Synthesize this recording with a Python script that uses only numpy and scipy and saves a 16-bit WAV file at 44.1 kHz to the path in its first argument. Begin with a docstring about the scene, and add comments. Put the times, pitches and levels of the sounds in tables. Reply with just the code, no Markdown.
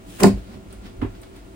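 """A small tiled shower, close up, where a cloth is snatched off a ledge.
The ledge scrapes, knocks and booms in the stall, overloading the recorder. The cloth is then
turned and folded in the hands: soft grainy rubs, a few ticks of the fibres, wafts of air
and one dull flap. A low room rumble runs underneath."""
import sys
import numpy as np
from scipy import signal
from scipy.fft import rfft, irfft, next_fast_len
from scipy.io import wavfile
from scipy.ndimage import map_coordinates

SR = 44100
rng = np.random.default_rng(int(sys.argv[2]) if len(sys.argv) > 2 else 0)


def master(y):
    """Save y as 16-bit WAV."""
    cut = np.clip(np.atleast_2d(y).T, -1, 1)
    pcm = np.round(cut * 32767)  # scale
    wavfile.write(sys.argv[1], SR, pcm.astype(np.int16))


N = 68355


def amp(db):
    """Decibels to gain."""
    return 10 ** (np.asarray(db) / 20)


def unit(x):
    """Scale to rms 1."""
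    return x / np.sqrt(np.mean(x ** 2) + 1e-20)


def along(curve, hz):
    """Read a curve on a log frequency axis."""
    freqs, values = np.transpose(curve)
    return np.interp(np.log(hz + 1), np.log(freqs + 1), values)


def filtered(x, response):
    """EQ x with a gain given as a function of frequency."""
    size = next_fast_len(N + 8192)
    hz = np.fft.rfftfreq(size, 1 / SR)
    return irfft(rfft(x, size) * response(hz), size)[..., :N]


# how alike left and right are: freq_hz, correlation
STEREO_LIKENESS = [(60, .93), (150, .9), (300, .72), (600, .15), (1300, .35), (3000, .15), (8000, .18),
                   (15000, .1)]
def stereo(pair, left_lag_s=0.0004075):
    """Two unrelated signals become left and right, alike in the bass, the left slightly late."""
    def mid_side_gains(hz):
        angle = np.arccos(np.clip(along(STEREO_LIKENESS, hz), -1, 1)) / 2
        return np.array([np.cos(angle), np.sin(angle)])
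    mid, side = filtered(pair, mid_side_gains)
    left = filtered(mid + side, lambda hz: np.exp(-2j * np.pi * hz * left_lag_s))
    return np.array([left, mid - side])


def noise(eq):
    """Coloured stereo noise of rms 1."""
    white = stereo(rng.standard_normal((2, N)))
    return unit(filtered(white, lambda hz: amp(along(eq, hz))))


def strokes(cues, eq, grain_db, grains_per_s=900):
    """Noise that swells and fades on each cue, made grainy by catching fibres."""
    t = np.arange(N) / SR
    swells = [amp(db) * np.exp(-np.maximum((peak - t) / rise, (t - peak) / fall))
              for peak, db, rise, fall in cues]
    envelope = np.sqrt(sum(swell ** 2 for swell in swells))
    catches = map_coordinates(rng.standard_normal(N), [t * grains_per_s], order=1)
    return envelope * unit(amp(grain_db * catches)) * noise(eq)


def ring(hits, modes):
    """Each hit sets the modes ringing; the low ones swell as the stall answers."""
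    out = np.zeros((2, N))
    sides = np.array([[1], [-1]]) / 2
    for start, hit_db in hits:
        age = np.maximum(np.arange(N) / SR - start, 0)
        for hz, mode_db, t60, rise, pan_db in modes:
            envelope = amp(-60 * age / t60) * (1 - np.exp(-age / rise))
            gain = amp(hit_db + mode_db + sides * pan_db + rng.normal(0, 0.5))
            out += gain * envelope * np.sin(2 * np.pi * hz * age)
    return out


# reverb time of the stall: freq_hz, t60_s
STALL_DECAY = [(100, 0.3), (300, 0.3), (1000, 0.18), (4000, 0.23), (9000, 0.17), (15000, 0.12)]
def stall(x, wet_db=-2.5, build_s=0.0025):
    """Add the echoes that build up and die away between the tiles."""
    hz, t, spectrum = signal.stft(rng.standard_normal((2, SR // 2)), SR, nperseg=256)
    envelope = amp(-60 * t / along(STALL_DECAY, hz)[:, None]) * (1 - np.exp(-t / build_s))
    tail = stereo(signal.istft(spectrum * envelope, SR)[1])
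    tail /= np.linalg.norm(tail[0])
    return x + amp(wet_db) * signal.fftconvolve(x, tail, axes=1)[:, :N]


# bass-heavy room bed: freq_hz, gain_db
ROOM_EQ = [(20, -18), (50, 6), (75, -5.5), (105, 2.5), (140, -16.5), (200, -3), (245, -11), (300, -11),
           (400, -17.5), (460, -13.5), (660, -18), (900, -20), (1600, -26.5), (2600, -27.5), (5500, -35.5),
           (9400, -34.5), (12000, -49.5), (15500, -36)]
# narrow stall resonances: pitch_hz, width_hz, level_db
ROOM_HUMS = [(197, 28, -59.5), (290.3, 36, -53.5), (338, 4.6, -56.5), (383.5, 10, -50.5), (663, 46, -59),
             (1390, 17, -66)]
def room_tone():
    """A low rumble with the stall's resonances humming in it."""
    out = amp(-43.5) * noise(ROOM_EQ)
    white = stereo(rng.standard_normal((2, N)))
    for pitch, width, db in ROOM_HUMS:
        hum = filtered(white, lambda hz: 1 / (1 + (2 * (hz - pitch) / width) ** 2))
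        out += amp(db) * unit(hum)
    return out


# handling bumps: peak_s, level_db, rise_s, fall_s
BUMP_CUES = [(.085, -39.5, 0.017, 0.015), (.5, -39, .008, 0.032), (.57, -35.5, .03, 0.03),
             (.665, -37.5, 0.0094, 0.011), (.735, -42, 0.018, 0.012), (.86, -42, 0.027, 0.065)]
# boxy low tone: freq_hz, gain_db
BUMP_EQ = [(40, -21), (110, -19), (150, -15), (198, -1), (240, -10.5), (380, -19.5), (600, -26),
           (1200, -44), (4000, -68)]
def handling_bumps():
    """Soft bumps of the hands stir the stall's low resonance."""
    return strokes(BUMP_CUES, BUMP_EQ, grain_db=-3)


# the pull: peak_s, level_db, rise_s, fall_s
SLIDE_CUES = [(.105, -47, 0.034, 0.048), (.16, -46.5, 0.04, 0.12), (.335, -68, .01, .012)]
# bright, broad hiss: freq_hz, gain_db
SLIDE_EQ = [(300, 0), (1500, -1), (2800, 3), (5000, -5), (9000, 0), (11000, -5), (12500, -15),
            (15000, -2.5)]
def cloth_slide():
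    """The cloth hisses as it slides off the ledge."""
    return strokes(SLIDE_CUES, SLIDE_EQ, grain_db=2.5)


# scrapes either side of the boom: peak_s, level_db, rise_s, fall_s
SCRAPE_CUES = [(.2055, -21, 0.0061, 0.0059), (.257, -17.5, 0.0013, 0.00098), (.264, -31, 0.0068, 0.015),
               (.269, -21.5, 0.00054, .002)]
# full rasp with a gritty top: freq_hz, gain_db
SCRAPE_EQ = [(200, 12), (1000, 8), (2600, 2), (3500, -1.5), (4500, -7), (6200, -5.5), (8600, 0.5),
             (11000, -6), (12500, -18), (15500, -3)]
def ledge_scrape():
    """The dragged cloth makes the ledge scrape in short, rough bursts."""
    return stall(strokes(SCRAPE_CUES, SCRAPE_EQ, grain_db=3.5))


# three knocks, each harder: start_s, level_db
LEDGE_KNOCKS = [(.206, -22), (.221, -10), (.2375, 0.5)]
# ring of ledge and stall: pitch_hz, level_db, t60_s, rise_s, left_over_right_db
LEDGE_MODES = [(54.9, -36.5, 0.76, .004, 10), (74.7, -27, 0.57, 0.0025, -2),
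               (103.85, -17, 0.445, 0.0021, -2.5), (173.5, -5.5, 0.14, 0.012, -7),
               (198.2, 4, 0.21, 0.018, 2.5), (263.5, -11, 0.23, 0.0042, -11.5),
               (310.7, -21.5, 0.17, 0.0042, -13), (373, -6, 0.17, 0.0079, -1.5),
               (395.6, -1.5, 0.15, 0.0033, -8), (480.5, -22, 0.18, 0.0033, -8),
               (558, -12.5, 0.073, 0.0013, -1), (590, -14, 0.14, 0.0021, 2), (700, -10.5, 0.11, 0.0036, 2),
               (872.5, -19.5, 0.093, 0.0021, -21), (1014, -23, 0.1, 0.0019, -16),
               (1061, -19.5, 0.16, 0.0042, 2), (1435, -22.5, 0.11, 0.0019, -7.5),
               (1796, -23.5, 0.06, 0.0013, 1)]
def ledge_boom():
    """Knocks set the ledge and the stall booming."""
    return ring(LEDGE_KNOCKS, LEDGE_MODES)


# tight cluster of transients: peak_s, level_db, rise_s, fall_s
CLACK_CUES = [(.2312, -23, .0008, .001), (.2342, -11, .001, .0013), (.2362, -9, .0007, .0011)]
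# hard, bright edge: freq_hz, gain_db
CLACK_EQ = [(200, 4), (1000, -2.5), (2000, 3), (3500, -5), (4300, 4), (6200, 0.5), (8600, 1.5),
            (10500, -5.5), (12500, -16), (15500, -5)]
def ledge_clack():
    """The ledge's sharp clack gives the boom its attack."""
    return stall(strokes(CLACK_CUES, CLACK_EQ, grain_db=1), wet_db=-4.5)


# weight behind the clack: peak_s, level_db, rise_s, fall_s
THUD_CUES = [(.241, -12.5, 0.0054, .013)]
# lows and mids, top rolled off: freq_hz, gain_db
THUD_EQ = [(30, -16), (110, -1.5), (350, -3.5), (700, -3.5), (1050, -7), (1400, -26), (4000, -39),
           (15000, -60)]
def ledge_thud():
    """The dull body of the hardest knock."""
    return stall(strokes(THUD_CUES, THUD_EQ, grain_db=5.5), wet_db=-6)


# swings of the cloth: peak_s, level_db, rise_s, fall_s
WAFT_CUES = [(.35, -25, 0.013, 0.031), (.86, -42, 0.078, 0.051), (.99, -35, .015, 0.031),
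             (1.065, -27.5, 0.038, 0.033), (1.48, -47, 0.039, 0.044)]
# sub-bass puff: freq_hz, gain_db
WAFT_EQ = [(20, -14), (50, 3.5), (72, -13), (102, -11.5), (140, -17.5), (300, -28), (1000, -70)]
def air_wafts():
    """The swinging cloth moves the air in deep puffs."""
    return strokes(WAFT_CUES, WAFT_EQ, grain_db=-2)


# folding moves: peak_s, level_db, rise_s, fall_s
RUB_CUES = [(.38, -49, 0.018, 0.013), (.545, -50.5, 0.11, 0.015), (.708, -48, 0.0057, 0.0077),
            (.735, -50, 0.018, 0.0087), (.865, -45.5, 0.03, 0.017), (1.152, -50, 0.013, 0.018),
            (1.234, -45, 0.0069, 0.0069), (1.365, -49.5, 0.02, 0.022), (1.48, -70, .04, .05)]
# warm rustle: freq_hz, gain_db
RUB_EQ = [(150, 8), (600, 3.5), (1300, 3), (2700, -1.5), (4500, -2.5), (7000, -13.5), (10000, -12),
          (12500, -28), (15000, -11)]
def cloth_rubs():
    """Cloth rubs softly on cloth and skin."""
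    return strokes(RUB_CUES, RUB_EQ, grain_db=2.5)


# tiny clicks: peak_s, level_db, rise_s, fall_s
TICK_CUES = [(.728, -38, 0.001, 0.00093), (1.217, -43, .0007, 0.0025), (1.366, -51, 0.0022, 0.0035)]
# thin, crisp treble: freq_hz, gain_db
TICK_EQ = [(1000, -27), (5000, -20), (8800, 7), (11500, -5.5), (15000, -4.5)]
def fibre_ticks():
    """Fibres tick as the cloth is turned."""
    return strokes(TICK_CUES, TICK_EQ, grain_db=2.5)


# light slap: peak_s, level_db, rise_s, fall_s
SLAP_CUES = [(1.017, -29.5, 0.0013, 0.0079), (1.03, -41.5, 0.0022, 0.03)]
# its soft midrange: freq_hz, gain_db
SLAP_EQ = [(200, 4.5), (900, 9.5), (1800, 5), (3000, -4), (4500, -14.5), (6000, -25), (15000, -31)]
# thump under the slap: start_s, level_db
THUMP_HITS = [(1.0215, 0.5)]
# its low ring: pitch_hz, level_db, t60_s, rise_s, left_over_right_db
THUMP_MODES = [(52, -25.5, 0.24, .025, -1), (102.3, -17, .2, 0.01, -2.5), (252.5, -22, 0.13, 0.0036, -11.5),
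               (283.5, -21, 0.11, 0.0025, -11), (392.4, -27.5, 0.15, 0.0027, -5)]
# pushes of air: peak_s, level_db, rise_s, fall_s
PUSH_CUES = [(1.027, -24, 0.0063, 0.019), (1.05, -24, 0.0061, 0.0051)]
# their hollow low mids: freq_hz, gain_db
PUSH_EQ = [(25, -28), (100, -14), (160, -6.5), (270, 6), (400, 1.5), (550, -28), (1000, -8), (3000, -54)]
def cloth_flap():
    """The cloth falls against itself with a dull slap, a low thump and two pushes of air."""
    slap = stall(strokes(SLAP_CUES, SLAP_EQ, grain_db=-3))
    thump = ring(THUMP_HITS, THUMP_MODES)
    air = strokes(PUSH_CUES, PUSH_EQ, grain_db=-1.5)
    return slap + thump + air


def scene():
    """Ledge, cloth and moving air over the rumble of the room."""
    ledge = ledge_scrape() + ledge_clack() + ledge_thud() + ledge_boom()
    cloth = cloth_flap() + stall(cloth_slide() + cloth_rubs() + fibre_ticks())
    return ledge + cloth + handling_bumps() + air_wafts() + room_tone()


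def record(dry):
    """The recorder clips the boom at full scale and keeps nothing above its band limit."""
    knee_hardness, top_hz = 10, 15900
    clipped = dry / (1 + np.abs(dry) ** knee_hardness) ** (1 / knee_hardness)
    return filtered(clipped, lambda hz: hz < top_hz)


dry = scene()
out = record(dry)
master(out)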